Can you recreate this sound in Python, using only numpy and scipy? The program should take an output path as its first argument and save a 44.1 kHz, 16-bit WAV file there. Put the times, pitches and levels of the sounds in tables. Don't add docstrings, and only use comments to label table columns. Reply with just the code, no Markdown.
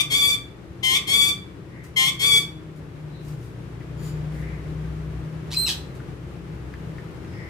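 import sys
import numpy as np
from scipy import signal
from scipy.fft import rfft, irfft, next_fast_len
from scipy.io import wavfile

SR = 44100
rng = np.random.default_rng(int(sys.argv[2]) if len(sys.argv) > 2 else 0)


def to_wav(sig):
    pcm = np.clip(np.atleast_2d(sig), -1, 1) * 32767
    pcm = np.round(pcm).astype(np.int16)
    wavfile.write(sys.argv[1], SR, pcm.T)


N = 330309
TIME = np.arange(N) / SR
TOP_HZ = 15600


def voice_box(hz, rough, throat, side_ratio, flutter, throb, low_beat, jitter, fray, hiss_db):
    rough, count = np.clip(rough, 0, 1), len(hz)
    wobble = (.0015 + .005 * rough ** 4) * band(count, 0, 300)
    upper_cycles = np.cumsum(hz * (1 + wobble)) / SR
    lower_cycles = side_ratio * upper_cycles + .06 * band(count, 0, 50)
    lower_cycles += .07 * rough ** 5 * band(count, 0, 400)
    beat = 2 * np.pi * (upper_cycles - lower_cycles)
    shake = np.sin(2 * np.pi * (2 * lower_cycles - upper_cycles)) + low_beat * np.sin(beat)
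    shake *= 1 + .22 * band(count, 0, 70)
    phase = 2 * np.pi * upper_cycles + jitter * rough ** 3 * band(count, 0, 1800)
    sway = flutter * rough ** .3 * shake
    blur = fray * rough * band(count, 0, 500)
    buzz = np.zeros(count)
    for k in range(16):
        unsteady = sway * min(k * k / 7, 7) + blur * np.clip(k - 3, 0, 3)
        smear = k * k / 2
        buzz += np.cos(k * phase + unsteady + smear) * (k * hz < TOP_HZ)
    undertone = amp(-25.5) * (np.cos(beat) + np.cos(2 * beat)) * (.55 + .7 * band(count, 0, 350))
    hiss = shaped(rng.standard_normal(count), lambda f: amp(read([(4500, -19), (9500, 0)], f)))
    puffs = amp(hiss_db) * rough * hiss * (1 + 1.8 * np.cos(phase))
    source = (unit(buzz) + undertone + puffs) * (1 + throb * np.sqrt(rough) * shake)
    return unit(shaped(source, lambda f: amp(read(throat, f)) * high_pass(f, 330)))


# frequency in Hz, gain in dB.
RASP_COLOUR = [(300, -2), (780, -1), (1050, -6.5), (1450, -10.5), (2120, 8), (2400, 6.5), (2700, 11),
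               (3200, 12.5), (3500, 14.5), (4150, 0.5), (4800, -3), (6100, -1.5), (7100, -5.5),
               (8800, -5.5), (10800, -18.5), (12400, -13.5), (15500, -22)]

def rasp(length, pitch_hz, flick, db, swell_db, first_rough, last_rough, first_low_db, last_low_db):
    t = np.arange(0, length, 1 / SR)
    flick_before_end_s, flick_width_s, break_up_s = .014, .021, .085
    hz = pitch_hz * (1 + flick * np.exp(-abs(length - flick_before_end_s - t) / flick_width_s))
    rough = first_rough + (last_rough - first_rough) * np.exp(-((length - t) / break_up_s) ** 4)
    voice = voice_box(hz, rough, RASP_COLOUR, side_ratio=5 / 8, flutter=.36, throb=.68,
                      low_beat=.2, jitter=.2, fray=.65, hiss_db=-1.5)
    low_ring = shaped(voice, lambda f: np.exp(-((f - 2070) / 190) ** 2))
    voice += low_ring * (amp(np.linspace(first_low_db, last_low_db, len(t))) - 1)
    level = amp(db + swell_db * (t / length - .5))
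    return level * envelope(t, attack_s=.011, release_s=.0074) * voice


# frequency in Hz, gain in dB.
CRY_COLOUR = [(450, 4), (750, 2), (1150, -13.5), (1580, 2), (2000, 1), (2320, 4.5), (2570, 9), (2850, -0.5),
              (3180, 7), (3450, 12.5), (3750, 10.5), (4050, -1.5), (4620, 0), (5100, -5), (5750, -8.5),
              (6450, -7), (7000, -6), (7350, -4.5), (7700, -10.5), (8100, -4), (8700, -10), (9250, -8),
              (10300, -17), (11300, -15), (11900, -22), (12700, -13.5), (15500, -22.5)]

def cry(course):
    t = np.arange(0, course[-1][0] - course[0][0], 1 / SR)
    hz, db = curves(course, course[0][0] + t)
    scoop_s, drop_s = .068, .0145
    scoop = np.exp(-(t / scoop_s) ** 4)
    drop = np.exp(-((t[-1] - t) / drop_s) ** 2)
    tremor = .0018 * band(len(t), 0, 158)
    hz = hz * (1 + tremor - .074 * drop)
    rough = .2 + .22 * (scoop + drop)
    voice = voice_box(hz, rough, CRY_COLOUR, side_ratio=.612, flutter=.23, throb=.37,
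                      low_beat=.45, jitter=.8, fray=.45, hiss_db=1)
    return amp(db + 2.07) * envelope(t, attack_s=.012, release_s=.0055) * voice


# start and length in seconds, pitch in Hz, upward flick as a
# share of the pitch, level in dB, swell in dB, first and last roughness from 0 to 1, first and last
# gain of the throat's low ring in dB.
RASP_NOTES = [(-.125, .148, 1065, .13, -14, -2, .4, .6, 0, 0),
              (0.827, .155, 1042, .15, -18, 3.5, .52, .6, 1, 1),
              (1.96, .143, 1050, .115, -17.2, -2, .42, .62, 6, -3)]
# time in seconds, pitch in Hz, level in dB.
CRY_COURSES = [
    [(0.097, 1112, -28.5), (0.122, 1079, -18.5), (0.155, 1150, -17), (0.186, 1175, -21),
     (0.225, 1144, -17.5), (0.26, 1147, -15.5), (0.3, 1163, -19.5), (0.338, 1180, -22), (0.362, 1174, -33)],
    [(1.066, 1058, -28), (1.102, 1085, -19), (1.146, 1140, -17), (1.186, 1157, -17.5), (1.218, 1139, -15.5),
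     (1.264, 1147, -19.5), (1.296, 1178, -20), (1.328, 1167, -34)],
    [(2.187, 1076, -29), (2.22, 1081, -19), (2.25, 1151, -18), (2.274, 1163, -16), (2.308, 1139, -18),
     (2.335, 1138, -16), (2.38, 1133, -17.5), (2.405, 1173, -27.5), (2.432, 1130, -36)],
]

def squawks():
    out = np.zeros(N)
    for start, *row in RASP_NOTES:
        add(out, start, rasp(*row))
    for course in CRY_COURSES:
        add(out, course[0][0], cry(course))
    return out


# start and length in seconds, first and last pitch in Hz,
# level in dB, first and last roughness from 0 to 1, fade-in and fade-out in seconds.
SQUEAK_SLIDES = [(5.503, 0.049, 1514, 2726, -23.5, 1, 0.65, 0.054, 0.0027),
                 (5.659, .022, 2850, 2500, -24, .4, .55, .008, .004),
                 (5.676, .02, 2350, 1600, -19, .55, .75, .004, .004),
                 (5.69, 0.0393, 1747, 1500, -23.5, 1, 0.85, 0.0067, 0.02)]
# frequency in Hz, gain in dB.
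SQUEAK_COLOUR = [(500, -18), (2050, -15), (2700, -4), (3400, -0.5), (4100, 0), (5300, -6), (6500, -10),
                 (8300, -13.5), (10500, -17), (12400, -21), (15500, -18)]

def squeak():
    out = np.zeros(N)
    for start, length, first_hz, last_hz, db, first_rough, last_rough, *fades in SQUEAK_SLIDES:
        t = np.arange(0, length, 1 / SR)
        hz = np.geomspace(first_hz, last_hz, len(t))
        rough = np.linspace(first_rough, last_rough, len(t))
        voice = voice_box(hz, rough, SQUEAK_COLOUR, side_ratio=.53, flutter=.094, throb=.88,
                          low_beat=.96, jitter=.85, fray=.35, hiss_db=-17)
        add(out, start, amp(db) * envelope(t, *fades) * voice)
    add(out, WHISTLE_COURSE[0][0], whistle())
    return out


# time in seconds, pitch in Hz, level in dB.
WHISTLE_COURSE = [(5.548, 4107, -43), (5.555, 4090, -31), (5.564, 4040, -33), (5.573, 4098, -13),
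                  (5.581, 4125, -19.5), (5.635, 4120, -20.5), (5.657, 4013, -28.5), (5.672, 3930, -20.5),
                  (5.68, 3770, -36)]
# multiple of the pitch, level in dB next to the main tone.
WHISTLE_OVERTONES = [(2, -11.5), (3, -18)]

def whistle():
    t = np.arange(WHISTLE_COURSE[0][0], WHISTLE_COURSE[-1][0], 1 / SR)
    hz, db = curves(WHISTLE_COURSE, t)
    phase = 2 * np.pi * np.cumsum(hz) / SR
    tone = np.cos(phase)
    for multiple, overtone_db in WHISTLE_OVERTONES:
        fuzz = unit(1 + .7 * band(len(t), 0, 1000))
        tone += amp(overtone_db) * np.cos(multiple * phase) * fuzz
    hiss = amp(-27) * rng.standard_normal(len(t))
    return amp(db) * unit(tone + hiss)


# start in seconds, level in dB, ring of the beak in Hz.
KERNEL_CRACKS = [(3.8069, -41, 1732), (6.0007, -39.5, 1610), (6.7394, -38, 1836), (6.9835, -36, 1720),
                 (7.2463, -44, 2003)]

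def nibbles():
    out, t = np.zeros(N), np.arange(SR // 10) / SR
    for start, db, hz in KERNEL_CRACKS:
        body = band(len(t), hz, 1300) * np.exp(-t / .009)
        snap = band(len(t), 3500, 6000) * np.exp(-t / .003)
        add(out, start, amp(db - 3.5) * (body + .25 * snap))
    return out


# start in seconds, level in dB.
BOWL_TOUCHES = [(3.976, -53), (4.034, -46), (4.07, -76)]
# frequency in Hz, level in dB, seconds to fade by 60 dB.
BOWL_TONES = [(3192, -8, .6), (4732, -4, .6), (7004, -6, .45), (7127, -4.5, .45), (9895, -4.5, .45),
              (13119, -11, .3)]

def bowl():
    out, t = np.zeros(N), np.arange(SR // 2) / SR
    for start, db in BOWL_TOUCHES:
        ring = sum(amp(tone_db - 60 * t / fade_s) * np.sin(2 * np.pi * (hz * t + rng.random()))
                   for hz, tone_db, fade_s in BOWL_TONES)
        add(out, start, amp(db - 10.5) * ring)
    return out


# time of the middle in seconds, length in seconds, level in dB.
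BRUSHES = [(1.85, 0.06, -58.5), (2.768, 0.043, -65), (3.286, 0.2, -60.5), (3.435, 0.22, -67),
           (4.05, 0.17, -57), (4.373, 0.23, -64.5), (5.953, 0.031, -62)]

def rustles():
    out = np.zeros(N)
    for middle, length, db in BRUSHES:
        count = int(length * SR) + 64
        grains = unit(band(count, 4300, 33000) * amp(3.6 * band(count, 0, 505.3)))
        add(out, middle - length / 2, amp(db) * grains * np.hanning(count))
    return out


# time of the middle and length in seconds, centre and half-width of the
# noise in Hz, level in dB.
DISTANT_CALLS = [(1.8, .3, 1980, 400, -55.5), (3.18, .24, 3950, 400, -63.5), (4.48, .46, 2030, 450, -52.5),
                 (7.44, .34, 2000, 350, -50.5), (7.38, .4, 5150, 550, -67)]

def far_birds():
    out = np.zeros(N)
    for middle, length, hz, half_width, db in DISTANT_CALLS:
        count = int(length * SR)
        add(out, middle - length / 2, amp(db) * band(count, hz, 2 * half_width) * np.hanning(count))
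    return out


# time in seconds, firings per second.
FIRING_RATE = [(0.0, 31), (0.1, 27.8), (0.6, 30), (1.11, 31.8), (2.54, 31.4), (3.15, 29.9), (5.74, 31.7),
               (7.49, 32.2)]
# time in seconds, level in dB.
BOOM_LEVEL = [(0.0, -51), (0.19, -53), (1.58, -55), (3.73, -47), (4.11, -37), (5.19, -33), (5.28, -45),
              (6.76, -40), (7.49, -61)]
# time in seconds, level in dB.
DRONE_LEVEL = [(0.0, -62), (0.06, -42.5), (0.37, -64), (3.36, -38), (3.46, -55.5), (4.25, -33.5),
               (4.63, -41.5), (4.82, -35.5), (5.61, -40), (5.78, -53), (6.7, -47.5), (6.92, -35),
               (7.15, -53), (7.49, -79)]
# multiple of the firing rate, level in dB.
WEAK_TONES = [(3, -68), (4, -45), (6, -53.5), (9, -60), (10, -54.5), (11, -60)]

def engine():
    cycles = np.cumsum(curves(FIRING_RATE, TIME)[0]) / SR
    levels_db = {k: db + 4.5 * band(N, 0, 4.4) for k, db in WEAK_TONES}
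    levels_db[2] = curves(BOOM_LEVEL, TIME)[0] - 2
    levels_db[5] = curves(DRONE_LEVEL, TIME)[0] + 3
    out = np.zeros(N)
    for multiple, db in levels_db.items():
        tone = np.cos(2 * np.pi * multiple * cycles + .18 * band(N, 0, 12))
        waver = 1 + .18 * band(N, 0, 12)
        out += amp(db) * unit(tone * waver)
    return out


# frequency in Hz, gain in dB.
AIR_COLOUR = [(20, -41), (34, -10), (48, -14.5), (70, -1.5), (100, -1.5), (160, 0.5), (235, -13), (340, -6),
              (690, -20.5), (1200, -22), (2130, -26.5), (4500, -37.5), (12800, -48.5), (15000, -55)]
# time in seconds, level in dB.
AIR_LOUDNESS = [(0, -40.5), (1.6, -41), (2.7, -40.5), (3.6, -39), (4.2, -36), (5.2, -36.5), (6.2, -37.5),
                (7.49, -36.5)]
# frequency in Hz, likeness from 0 to 1.
AIR_LIKENESS = [(60, 1), (150, 0.82), (380, 0.72), (950, 0.022), (2380, 0.051), (5980, 0.0094),
                (15000, 0.013)]

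def air():
    left, other = rng.standard_normal((2, N))
    likeness = lambda f: np.clip(read(AIR_LIKENESS, f), 0, 1)
    right = shaped(left, likeness) + shaped(other, lambda f: np.sqrt(1 - likeness(f) ** 2))
    wash = np.array([unit(shaped(side, lambda f: amp(read(AIR_COLOUR, f)))) for side in (left, right)])
    flicker_db = .5 * band(N, 0, 36)
    return wash * amp(curves(AIR_LOUDNESS, TIME)[0] + flicker_db)


# frequency in Hz, seconds to fade by 60 dB.
ROOM_FADE = [(200, 0.2), (1000, 0.41), (2250, 0.24), (3450, 0.22), (8000, 0.2), (15000, 0.21)]

def room(x, wet_db):
    echoes = np.zeros((2, SR))
    slots = np.arange(200, SR - 20, 20)
    arrivals = slots + rng.integers(0, 20, (2, len(slots)))
    np.put_along_axis(echoes, arrivals, rng.choice([-1., 1.], arrivals.shape), 1)
    hz, t, bands = signal.stft(echoes, SR, nperseg=256)
    early_db = -60 * t / read(ROOM_FADE, hz)[:, None]
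    late_db = -13.5 + early_db / 2.08
    tail = signal.istft(bands * (amp(early_db) + amp(late_db)), SR, nperseg=256)[1]
    return amp(wet_db) * signal.fftconvolve(x[None], tail / np.linalg.norm(tail[0]), axes=1)[:, :N]


def glints(x, db):
    delays_s = rng.uniform(.001, .007, (2, 5))
    bounces = lambda f, side: sum(np.exp(-2j * np.pi * f * s) for s in side) * high_pass(f, 5500)
    return amp(db) * np.array([shaped(x, lambda f: bounces(f, side)) for side in delays_s])


def placed(x, left_db, lag_ms):
    lead = lambda f: amp((read(left_db, f) if np.ndim(left_db) else left_db) / 2)
    delay = lambda f: np.exp(-2j * np.pi * f * lag_ms / 1000)
    return np.array([shaped(x, lead), shaped(x, lambda f: delay(f) / lead(f))])


def amp(db):
    return 10 ** (np.asarray(db) / 20)


def unit(x):
    return x / np.sqrt(np.mean(x ** 2) + 1e-20)


def read(points, hz):
    f, value = np.transpose(points)
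    return np.interp(np.log(hz + 1), np.log(np.abs(f) + 1), value)


def curves(rows, t):
    times, *columns = np.transpose(rows)
    return [np.interp(t, times, column) for column in columns]


def add(mix, start_s, sound):
    at = round(start_s * SR)
    sound = sound[max(0, -at):]
    part = mix[max(0, at):][:len(sound)]
    part += sound[:len(part)]


def shaped(x, gain):
    size = next_fast_len(len(x) + 1024)
    return irfft(rfft(x, size) * gain(np.fft.rfftfreq(size, 1 / SR)), size)[:len(x)]


def high_pass(f, corner_hz):
    return f ** 4 / (f ** 4 + corner_hz ** 4)


def band(count, centre_hz, width_hz):
    hump = lambda f: 1 / (1 + (2 * (f - centre_hz) / width_hz) ** 2) ** 2
    return unit(shaped(rng.standard_normal(count), hump))


def envelope(t, attack_s, release_s):
    return np.clip(t / attack_s, 0, 1) * np.clip((t[-1] - t) / release_s, 0, 1)


# frequency in Hz, lead in dB.
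SQUAWK_LEFT_LEAD = [(1150, 8), (2300, 7.5), (3400, 9.5), (4600, 4.5), (7000, 3.5), (8500, 4), (12000, 11)]

def scene():
    calls, squeal, small_sounds, cracks = squawks(), squeak(), rustles() + bowl(), nibbles()
    inside = amp(-4) * (placed(calls, left_db=SQUAWK_LEFT_LEAD, lag_ms=.18) + room(calls, wet_db=-2))
    inside += glints(calls, db=-10) * amp([[2], [-2]])
    inside += amp(-4) * (placed(squeal, left_db=-1, lag_ms=-.021) + room(squeal, wet_db=0))
    inside += placed(small_sounds, left_db=12, lag_ms=0) + room(small_sounds, wet_db=6.5)
    inside += placed(cracks, left_db=2, lag_ms=0) + room(cracks, wet_db=-7)
    outside = air() + engine() + amp(5.5) * np.array([far_birds(), far_birds()])
    return inside + outside * amp([[1.4], [-1.6]])


def record(dry):
    low_pass = signal.firwin(511, TOP_HZ, window=("kaiser", 9), fs=SR)
    return signal.oaconvolve(dry, low_pass[None], "same")


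dry = scene()
out = record(dry)
to_wav(out)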